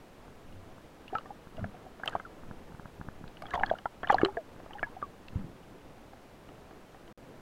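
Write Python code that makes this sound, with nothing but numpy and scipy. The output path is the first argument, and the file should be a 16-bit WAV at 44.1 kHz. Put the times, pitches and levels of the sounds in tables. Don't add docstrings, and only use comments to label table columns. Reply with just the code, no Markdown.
import sys
import numpy as np
from scipy import signal
from scipy.fft import rfft, irfft, next_fast_len
from scipy.io import wavfile
from scipy.ndimage import map_coordinates

SR = 44100
rng = np.random.default_rng(int(sys.argv[2]) if len(sys.argv) > 2 else 0)


def file_out(sig):
    cols = np.atleast_2d(sig).T
    lim = np.clip(cols, -1, 1)
    pcm = np.round(lim * 32767).astype(np.int16)
    wavfile.write(sys.argv[1], SR, pcm)


N = 327128
TIME = np.arange(N) / SR

# start in seconds, hold in seconds, crackle level in dB, rumble level in dB.
MOVES = [(0.398, 0.19, -80, -49), (1.143, 0.036, -50, -54), (1.594, 0.022, -53, -44.5),
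         (1.745, 0.18, -69, -61), (2.078, 0.06, -49, -55), (2.48, 0.05, -75, -47.5),
         (2.862, 0.64, -71, -51.5), (3.527, 0.19, -48, -47.5), (4.101, 0.15, -44.5, -46.5),
         (4.71, 0.25, -59, -49.5), (5.352, 0.033, -56.5, -41)]
# start in seconds, crack peak in dB, crack upper edge in Hz,
# spear ring peak in dB, ring pitch in Hz.
TICKS = [(.525, -64, 4000, -53, 2930), (1.080, -40, 4400, -40.5, 2880), (1.090, -60, 4000, -48, 2900),
         (1.1505, -39, 4400, -47, 2930), (1.1837, -40.5, 5400, -45, 2890), (1.569, -50, 4000, -48, 2800),
         (2.0585, -34.5, 19200, -54, 2900), (2.0763, -29.5, 8500, -22.5, 3060),
         (2.084, -39, 10000, -50, 3560), (2.095, -40, 11000, -52, 4600), (3.278, -45, 4500, -57, 3840),
         (3.37, -45, 3480, -46, 2840), (3.4218, -43, 11100, -50, 4870), (3.466, -43, 4500, -44, 3280),
         (3.507, -38.5, 7900, -47, 3920), (3.540, -40, 11000, -49, 3700), (3.546, -45, 5000, -38, 3180),
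         (3.552, -39, 8000, -53, 4870), (3.557, -50, 5000, -38.5, 3400), (3.596, -57, 4500, -40, 2920),
         (3.662, -45, 6000, -40, 3350), (3.699, -55, 4500, -38, 3350), (3.786, -41, 4700, -57, 2920),
         (4.031, -56, 4960, -43.5, 3180), (4.072, -45, 4500, -38, 2980), (4.086, -44, 5000, -44, 3600),
         (4.1103, -40, 7500, -47, 5970), (4.113, -43, 6000, -38, 3220), (4.122, -33.5, 11000, -45, 2950),
         (4.128, -37, 5000, -33, 2940), (4.1439, -38, 5970, -44, 4740), (4.214, -45, 6500, -43, 2850),
         (4.2483, -36, 5000, -24.5, 3030), (4.249, -46, 8000, -47.5, 7700), (4.733, -46, 3830, -40, 3130),
         (4.793, -55, 4000, -46, 2920), (5.283, -43, 4200, -44, 2720), (5.632, -62, 4000, -56, 2940),
         (6.488, -60, 4000, -55, 2790), (7.078, -48, 4400, -50, 3050)]
# frequency in Hz, gain in dB.
TICK_COLOUR = [(500, -40), (1600, 6), (2300, -0.5), (2900, 9.5), (3700, 1.5), (4600, 2.5), (5300, -5),
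               (6200, -0.5), (8200, -5.5), (10500, -6), (15000, -3)]
CRACKLE_COLOUR = [(200, 6.5), (500, -4), (800, -2.5), (1200, 1.5), (1700, -1.5), (2300, -16.5), (3100, -12),
                  (4200, -19), (6000, -28), (12000, -50)]


def undb(db):
    return 10 ** (np.asarray(db) / 20)


def peak(x, db):
    return x * undb(db) / np.abs(x).max()


def level(x, db):
    return x * undb(db) / x.std()


def add(out, start_s, x):
    i = max(int(start_s * SR), 0)
    out[i:i + len(x)] += x[:max(N - i, 0)]


def colour(x, points):
    size = next_fast_len(2 * len(x), True)
    hz, db = np.transpose(points)
    log_hz = np.log(np.maximum(np.fft.rfftfreq(size, 1 / SR), 1))
    gain = undb(np.interp(log_hz, np.log(hz), db))
    cepstrum = irfft(np.log(gain), size)
    cepstrum[1:size // 2] *= 2
    cepstrum[size // 2 + 1:] = 0
    return irfft(rfft(x, size) * np.exp(rfft(cepstrum, size)), size)[:len(x)]


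def walk(rate_hz):
    knots_s = np.arange(0, TIME[-1] + 1, 1 / rate_hz)
    return level(np.interp(TIME, knots_s, rng.standard_normal(len(knots_s))), 0)


def fade(t, t60_s):
    return np.exp(-np.log(1000) * t / t60_s)


def ring(hz, db, t60_s, glide, swell_s):
    t = TIME[:int(max(t60_s, 0.002) * SR)]
    phase = 2 * np.pi * np.cumsum(hz * (1 + glide * t / t[-1])) / SR
    onset = 1 - np.exp(-(t / swell_s) ** 2)
    return peak(np.sin(phase) * fade(t, t60_s) * onset, db)


def effort(moves, rise_s, fall_s, rest_db):
    power = undb(rest_db) ** 2
    for start_s, hold_s, db in moves:
        away = np.maximum(start_s - TIME, 0) / rise_s + np.maximum(TIME - start_s - hold_s, 0) / fall_s
        power = power + (undb(db) * np.exp(-np.minimum(away, 20))) ** 2
    return np.sqrt(power)


def sea(wash_db=-52.5, waver_db=1.5, pop_count=70, lowest_pop_hz=750):
    # frequency in Hz, gain in dB.
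    sea_colour = [(15, 6), (40, -0.5), (90, -1.5), (190, -0.5), (330, -1.5), (520, -3.5), (760, -6.5),
                  (1100, -12), (1650, -15.5), (2300, -18.5), (3000, -21), (4800, -27), (8000, -31.5),
                  (15500, -36.5)]
    wash = level(colour(rng.standard_normal(N), sea_colour), wash_db)
    low = signal.sosfilt(signal.butter(1, 1200, fs=SR, output="sos"), wash)
    pops = np.zeros(N)
    for when, octave, loud in rng.random((pop_count, 3)) * [1, 2, 1]:
        db = -55 + 6 * loud - 3 * octave
        pop = ring(lowest_pop_hz * 2 ** octave, db, t60_s=0.006, glide=0, swell_s=0.0005)
        add(pops, when * TIME[-1], pop)
    return wash + low * (undb(waver_db * walk(20)) - 1) + pops


def flow(gust_db=3, gust_hz=21.97):
    # frequency in Hz, gain in dB.
    flow_colour = [(4, 9), (9, 7.5), (14, 10), (24, 1.5), (40, -8), (70, -6.5), (160, -9.5), (300, -10),
                   (700, -39), (3000, -80.5)]
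    eddies = level(colour(rng.standard_normal(N), flow_colour), 0) * undb(gust_db * walk(gust_hz))
    pushes = [(start_s, hold_s, db) for start_s, hold_s, _, db in MOVES]
    return eddies * effort(pushes, rise_s=0.052, fall_s=0.11, rest_db=-69.5)


def crackle(count=6500, low_hz=450, high_hz=4500, max_glide=0.054, slips_per_s=700, grit_re_fizz_db=-19):
    fizz = np.zeros(N)
    for when, size, weakness, sustain, slide in rng.random((count, 5)):
        hz = low_hz * (high_hz / low_hz) ** size
        db = -np.log(max(weakness, 0.03))
        t60_s = (3.5 + 20 * sustain ** 2) / hz
        add(fizz, when * TIME[-1], ring(hz, db, t60_s, max_glide * (2 * slide - 1), swell_s=0.002))
    fizz = level(colour(fizz, CRACKLE_COLOUR), 0)
    slips = (rng.random(N) < slips_per_s / SR) * rng.standard_normal(N)
    grit = signal.lfilter(*signal.butter(2, 4600, fs=SR), colour(slips, TICK_COLOUR))
    rubs = [(start_s, hold_s, db) for start_s, hold_s, db, _ in MOVES]
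    return (fizz + level(grit, grit_re_fizz_db)) * effort(rubs, rise_s=0.033, fall_s=0.044, rest_db=-68)


def taps(edge_hz=1740, edge_hz_per_db=14, push_t60_s=0.0029, snap=10, hollow_hz=470, flex_hz=150):
    # start in seconds, click peak in dB.
    touches = [(0.279, -39), (0.78, -40), (1.470, -38), (1.6408, -28.5), (2.433, -38), (2.510, -31.5),
               (2.72, -38.5), (2.747, -38), (2.795, -33), (2.855, -32.5), (3.0117, -29.5), (3.085, -28),
               (3.239, -33.5), (4.561, -39.5), (6.709, -44)]
    out, t = np.zeros(N), TIME[:SR // 30]
    push = fade(t, push_t60_s) + snap * (t == 0)
    push = signal.lfilter(*signal.iirnotch(hollow_hz, 1, fs=SR), push)
    firmest_db = max(db for _, db in touches)
    for (start_s, db), spots in zip(touches, rng.random((len(touches), 3))):
        top_hz = edge_hz - edge_hz_per_db * (firmest_db - db)
        click = signal.sosfilt(signal.cheby1(8, 2, top_hz, fs=SR, output="sos"), push)
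        for spot in spots:
            _, poles = signal.iirpeak(top_hz * (1 + spot) / 2, 1, fs=SR)
            click = signal.lfilter(poles[::-1], poles, click)
        add(out, start_s, -peak(click, db))
        add(out, start_s, -ring(flex_hz, db - 8, t60_s=0.023, glide=0, swell_s=0.00023))
    return out


def ticks(t60_s=0.012):
    out, t = np.zeros(N), TIME[:SR // 50]
    for start_s, db, edge_hz, _, _ in TICKS:
        crack = colour(rng.standard_normal(len(t)) * fade(t, t60_s), TICK_COLOUR)
        crack = signal.lfilter(*signal.butter(4, edge_hz, fs=SR), crack)
        add(out, start_s, peak(crack, db))
    return out


def spear(detune=0.012, swell_s=0.00098):
    # ratio to the ring pitch, relative level in dB, t60 in seconds.
    modes = [(.89, -2, 0.0098), (1, 5.5, 0.018), (1.109, -9.5, 0.017), (1.43, -18, 0.0077)]
    out, t = np.zeros(N), TIME[:SR // 30]
    onset = 1 - np.exp(-(t / swell_s) ** 2)
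    for start_s, _, _, db, hz in TICKS:
        body = 0
        for ratio, mode_db, t60_s in modes:
            shift, phase_cycles = rng.standard_normal(2)
            wave = np.sin(2 * np.pi * (hz * ratio * (1 + detune * shift) * t + phase_cycles))
            body = body + undb(mode_db) * wave * fade(t, t60_s)
        add(out, start_s, peak(body * onset, db))
    return out


def thumps():
    # start in seconds, pitch in Hz, peak in dB, t60 in seconds.
    thuds = [(0.54, 95, -46, 0.66), (1.126, 390, -34, 0.043), (1.59, 112, -35.5, 0.087),
             (1.612, 195, -35, 0.14), (1.626, 94, -29.5, 0.13), (1.651, 201, -35, 0.16),
             (2.486, 150, -43, 0.022), (2.743, 148, -37.5, 0.014), (2.830, 150, -41, 0.015),
             (2.997, 139, -34, 0.016), (3.069, 138, -39, 0.028), (3.212, 150, -38, 0.015),
             (4.229, 95, -34, .03), (5.331, 128, -37, 0.044), (5.357, 88.5, -21, 0.057),
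             (5.369, 174, -32, 0.11), (5.390, 191.3, -33, 0.2), (5.443, 149, -34, .05)]
    out = np.zeros(N)
    for start_s, hz, db, t60_s in thuds:
        add(out, start_s, ring(hz, db, t60_s, glide=0.022, swell_s=0.0015))
    return out


def bubbles(loud_db=-11.5, slower_per_db=0.055, wobble_db=1.5, min_wobble_hz=75, bend=0.015, choke=0.63):
    # start in seconds, pitch in Hz, peak in dB before wobble and choke,
    # t60 in seconds, pitch change over t60 as a share.
    pockets = [(1.1305, 742, -31, 0.12, 0.34), (1.1512, 823, -30, 0.046, 0.33),
               (1.153, 1327, -24, 0.08, -0.053), (1.184, 1250, -33, 0.024, -0.24),
               (1.304, 800, -34.5, 0.055, 0.1), (1.580, 670, -35.5, 0.074, -0.36),
               (1.742, 725, -44.5, 0.094, -0.065), (1.863, 735, -43.5, .05, 0.039),
               (2.0347, 1445, -27, 0.027, 0.93), (2.0776, 2750, -23.5, 0.015, -0.1),
               (2.0823, 1230, -29.5, 0.025, 0.13), (2.130, 1594, -37, 0.055, 0),
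               (2.1517, 820, -21.5, 0.016, -0.53), (2.1533, 980, -27, 0.023, 0.44),
               (2.250, 1467, -39, 0.077, -0.72), (3.435, 736, -36.5, 0.03, 0.18),
               (3.509, 1700, -39, 0.091, -0.12), (3.5359, 1940, -27, 0.022, .2),
               (3.537, 1090, -26.5, 0.082, -0.018), (3.551, 990, -26, 0.038, -0.16),
               (3.5586, 707, -26, 0.048, -0.091), (3.576, 855, -25, 0.035, 0.25),
               (3.5904, 760, -28, 0.018, -0.2), (3.6088, 770, -26, 0.036, 0.15),
               (3.628, 740, -29, 0.028, -0.014), (3.6351, 866, -19.5, 0.038, -0.43),
               (3.6347, 1630, -14.5, 0.019, 0.19), (3.6353, 2020, -30, 0.032, -.35),
               (3.662, 4340, -40.5, 0.017, -0.036), (3.667, 1610, -41, 0.081, 0.15),
               (3.6948, 1820, -35, 0.018, -0.19), (3.700, 1670, -29, 0.024, -0.34),
               (3.721, 706, -26, 0.027, 0.14), (3.7127, 642, -15, 0.038, 0.27),
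               (3.737, 680, -26.5, 0.015, 0.0082), (3.752, 1410, -39.5, 0.034, -0.0072),
               (3.8562, 810, -23.5, 0.02, 0.097), (3.8568, 1340, -27, 0.034, 0.05),
               (3.860, 962, -30, 0.038, 0.032), (4.044, 1620, -28.5, 0.031, 0.44),
               (4.094, 1955, -30.5, 0.055, 0.12), (4.0983, 1060, -15, 0.018, 0.53),
               (4.0994, 1654, -19, 0.034, 0.24), (4.1023, 860, -11.5, 0.053, -0.45),
               (4.1252, 521, -20.5, 0.027, 0.29), (4.1286, 1110, -27, 0.033, 0.1),
               (4.144, 794, -12.5, 0.031, -0.16), (4.1442, 4260, -31, 0.01, -0.14),
               (4.1495, 924, -26, .024, -0.022), (4.184, 1635, -20.5, 0.031, 0.17),
               (4.1989, 764, -29.5, 0.022, -0.56), (4.2147, 1360, -21.5, 0.014, -0.25),
               (4.2324, 373, -9.5, 0.024, -0.14), (4.242, 376.4, -22.5, 0.17, 0.13),
               (4.2487, 1250, -24.5, 0.018, -0.28), (4.249, 3980, -25, 0.016, 0.05),
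               (4.2838, 845, -32, .06, -0.041), (4.3697, 426, -30.5, 0.057, 0.48),
               (4.370, 1690, -30.5, 0.029, -0.11), (4.371, 707, -26.5, 0.11, -0.39),
               (4.751, 818, -37, 0.1, 0.057), (4.784, 1750, -39, 0.015, 0.11),
               (4.793, 1580, -36, 0.016, -0.21), (4.829, 2330, -32, 0.042, -0.25),
               (4.832, 1713, -23, 0.057, -0.082), (4.867, 910, -41, 0.064, 0.11),
               (4.965, 737, -36.5, 0.053, 0.18), (5.026, 1200, -26, 0.069, -0.2)]
    out = np.zeros(N)
    for start_s, hz, db, t60_s, glide in pockets:
        swell_cycles = 0.46 * np.exp(slower_per_db * (loud_db - db))
        pocket = ring(hz, db, t60_s, glide, swell_cycles / hz)
        t = TIME[:len(pocket)]
        wobble_rad_per_s = 2 * np.pi * min_wobble_hz * (1 + rng.random())
        wobble = np.sin(wobble_rad_per_s * t) * (1 - fade(t, t60_s))
        warped_s = t + bend * wobble / wobble_rad_per_s
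        pocket = map_coordinates(pocket, [warped_s * SR])
        intact = np.exp(-(t / (choke * t60_s)) ** 4)
        add(out, start_s, pocket * undb(wobble_db * wobble) * intact)
    return out


def knocks(scatter_db=2, detune=0.076, build_s=0.00085, chatter_re_body_db=-15, chatter_t60_s=0.048):
    # start in seconds, peak in dB, contact corner in Hz (higher is harder), t60 factor.
    blows = [(1.151, -24, 1900, 1.5), (1.2572, -35, 1140, 2.8), (1.593, -39, 700, 0.88),
             (1.6425, -26.5, 1570, 0.8), (1.998, -36, 1270, 0.88), (2.034, -33.5, 1000, 1.5),
             (2.059, -33, 1400, 0.8), (2.076, -29, 1600, 0.93), (2.086, -34, 1500, 1.4),
             (2.1511, -24, 880, 0.71), (2.161, -28.5, 1410, 0.77), (2.198, -30, 1640, 1.5),
             (3.421, -29, 1580, 1), (3.455, -35, 2600, 1.6), (3.484, -39, 1800, 1.6),
             (3.539, -22.5, 1510, 1.4), (3.5439, -23, 1000, 0.33), (3.553, -24, 2200, 1.4),
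             (3.597, -28, 1500, 0.79), (3.635, -25, 1500, 0.96), (3.786, -41, 2200, 1.6),
             (3.856, -24, 2100, 0.72), (4.032, -24, 1420, 0.99), (4.036, -26, 1110, 1.9),
             (4.0732, -28, 2800, .8), (4.101, -22, 1700, 1.2), (4.114, -28, 3500, 0.62),
             (4.125, -27, 1500, 1.2), (4.1437, -22, 1090, 0.64), (4.2155, -23.5, 2600, 1.5),
             (4.2324, -25, 900, 0.62), (4.2486, -23, 3000, 0.7), (4.2588, -20, 2600, 0.49),
             (4.3692, -29, 1210, 0.67), (4.601, -37, 785, 0.33), (4.661, -36, 800, 0.68),
             (4.708, -37.5, 2540, 1.4), (4.8291, -18.5, 1510, 0.55), (5.018, -36.5, 2500, 1.2),
             (5.0257, -29.5, 895, 0.31), (6.133, -41.5, 750, 1), (6.489, -40.5, 750, .8),
             (6.7092, -43, 1100, 1.2), (6.945, -43, 1290, 1.2)]
    # frequency in Hz, relative level in dB, base t60 in seconds.
    modes = [(308, 8, 0.0018), (540, -19, 0.002), (740, -6.5, 0.027), (1090, -0.5, 0.0057),
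             (1320, -9.5, 0.027), (1700, -2.5, 0.011), (2200, -15, 0.026), (3040, -5, 0.0072),
             (6200, -37, .005)]
    out, t = np.zeros(N), TIME[:SR // 20]
    onset = 1 - np.exp(-t / build_s)
    spots = rng.standard_normal((len(blows), len(modes), 3))
    for (start_s, db, corner_hz, t60_factor), spot in zip(blows, spots):
        body = 0
        for (hz, mode_db, t60_s), (weight, shift, path_cycles) in zip(modes, spot):
            wave = np.sin(2 * np.pi * (hz * (1 + detune * shift) * t + path_cycles))
            body = body + undb(mode_db + scatter_db * weight) * wave * fade(t, t60_s * t60_factor)
        chatter = colour(rng.standard_normal(len(t)) * fade(t, chatter_t60_s), CRACKLE_COLOUR)
        blow = peak(body * onset, 0) + peak(chatter, chatter_re_body_db)
        blow = signal.lfilter(*signal.butter(2, corner_hz, fs=SR), blow)
        add(out, start_s, peak(blow, db))
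    return out


def scene():
    return (knocks() + taps() + ticks() + crackle() + flow() + sea() + spear() + bubbles() + thumps())[None]


def record(dry):
    gap_start_s, gap_end_s, top_hz = 7.1265, 7.176, 15800
    gain = np.where((TIME > gap_start_s) & (TIME < gap_end_s), 0.005, 1)
    return signal.sosfilt(signal.ellip(10, 0.2, 70, top_hz, fs=SR, output="sos"), dry * gain)


dry = scene()
out = record(dry)
file_out(out)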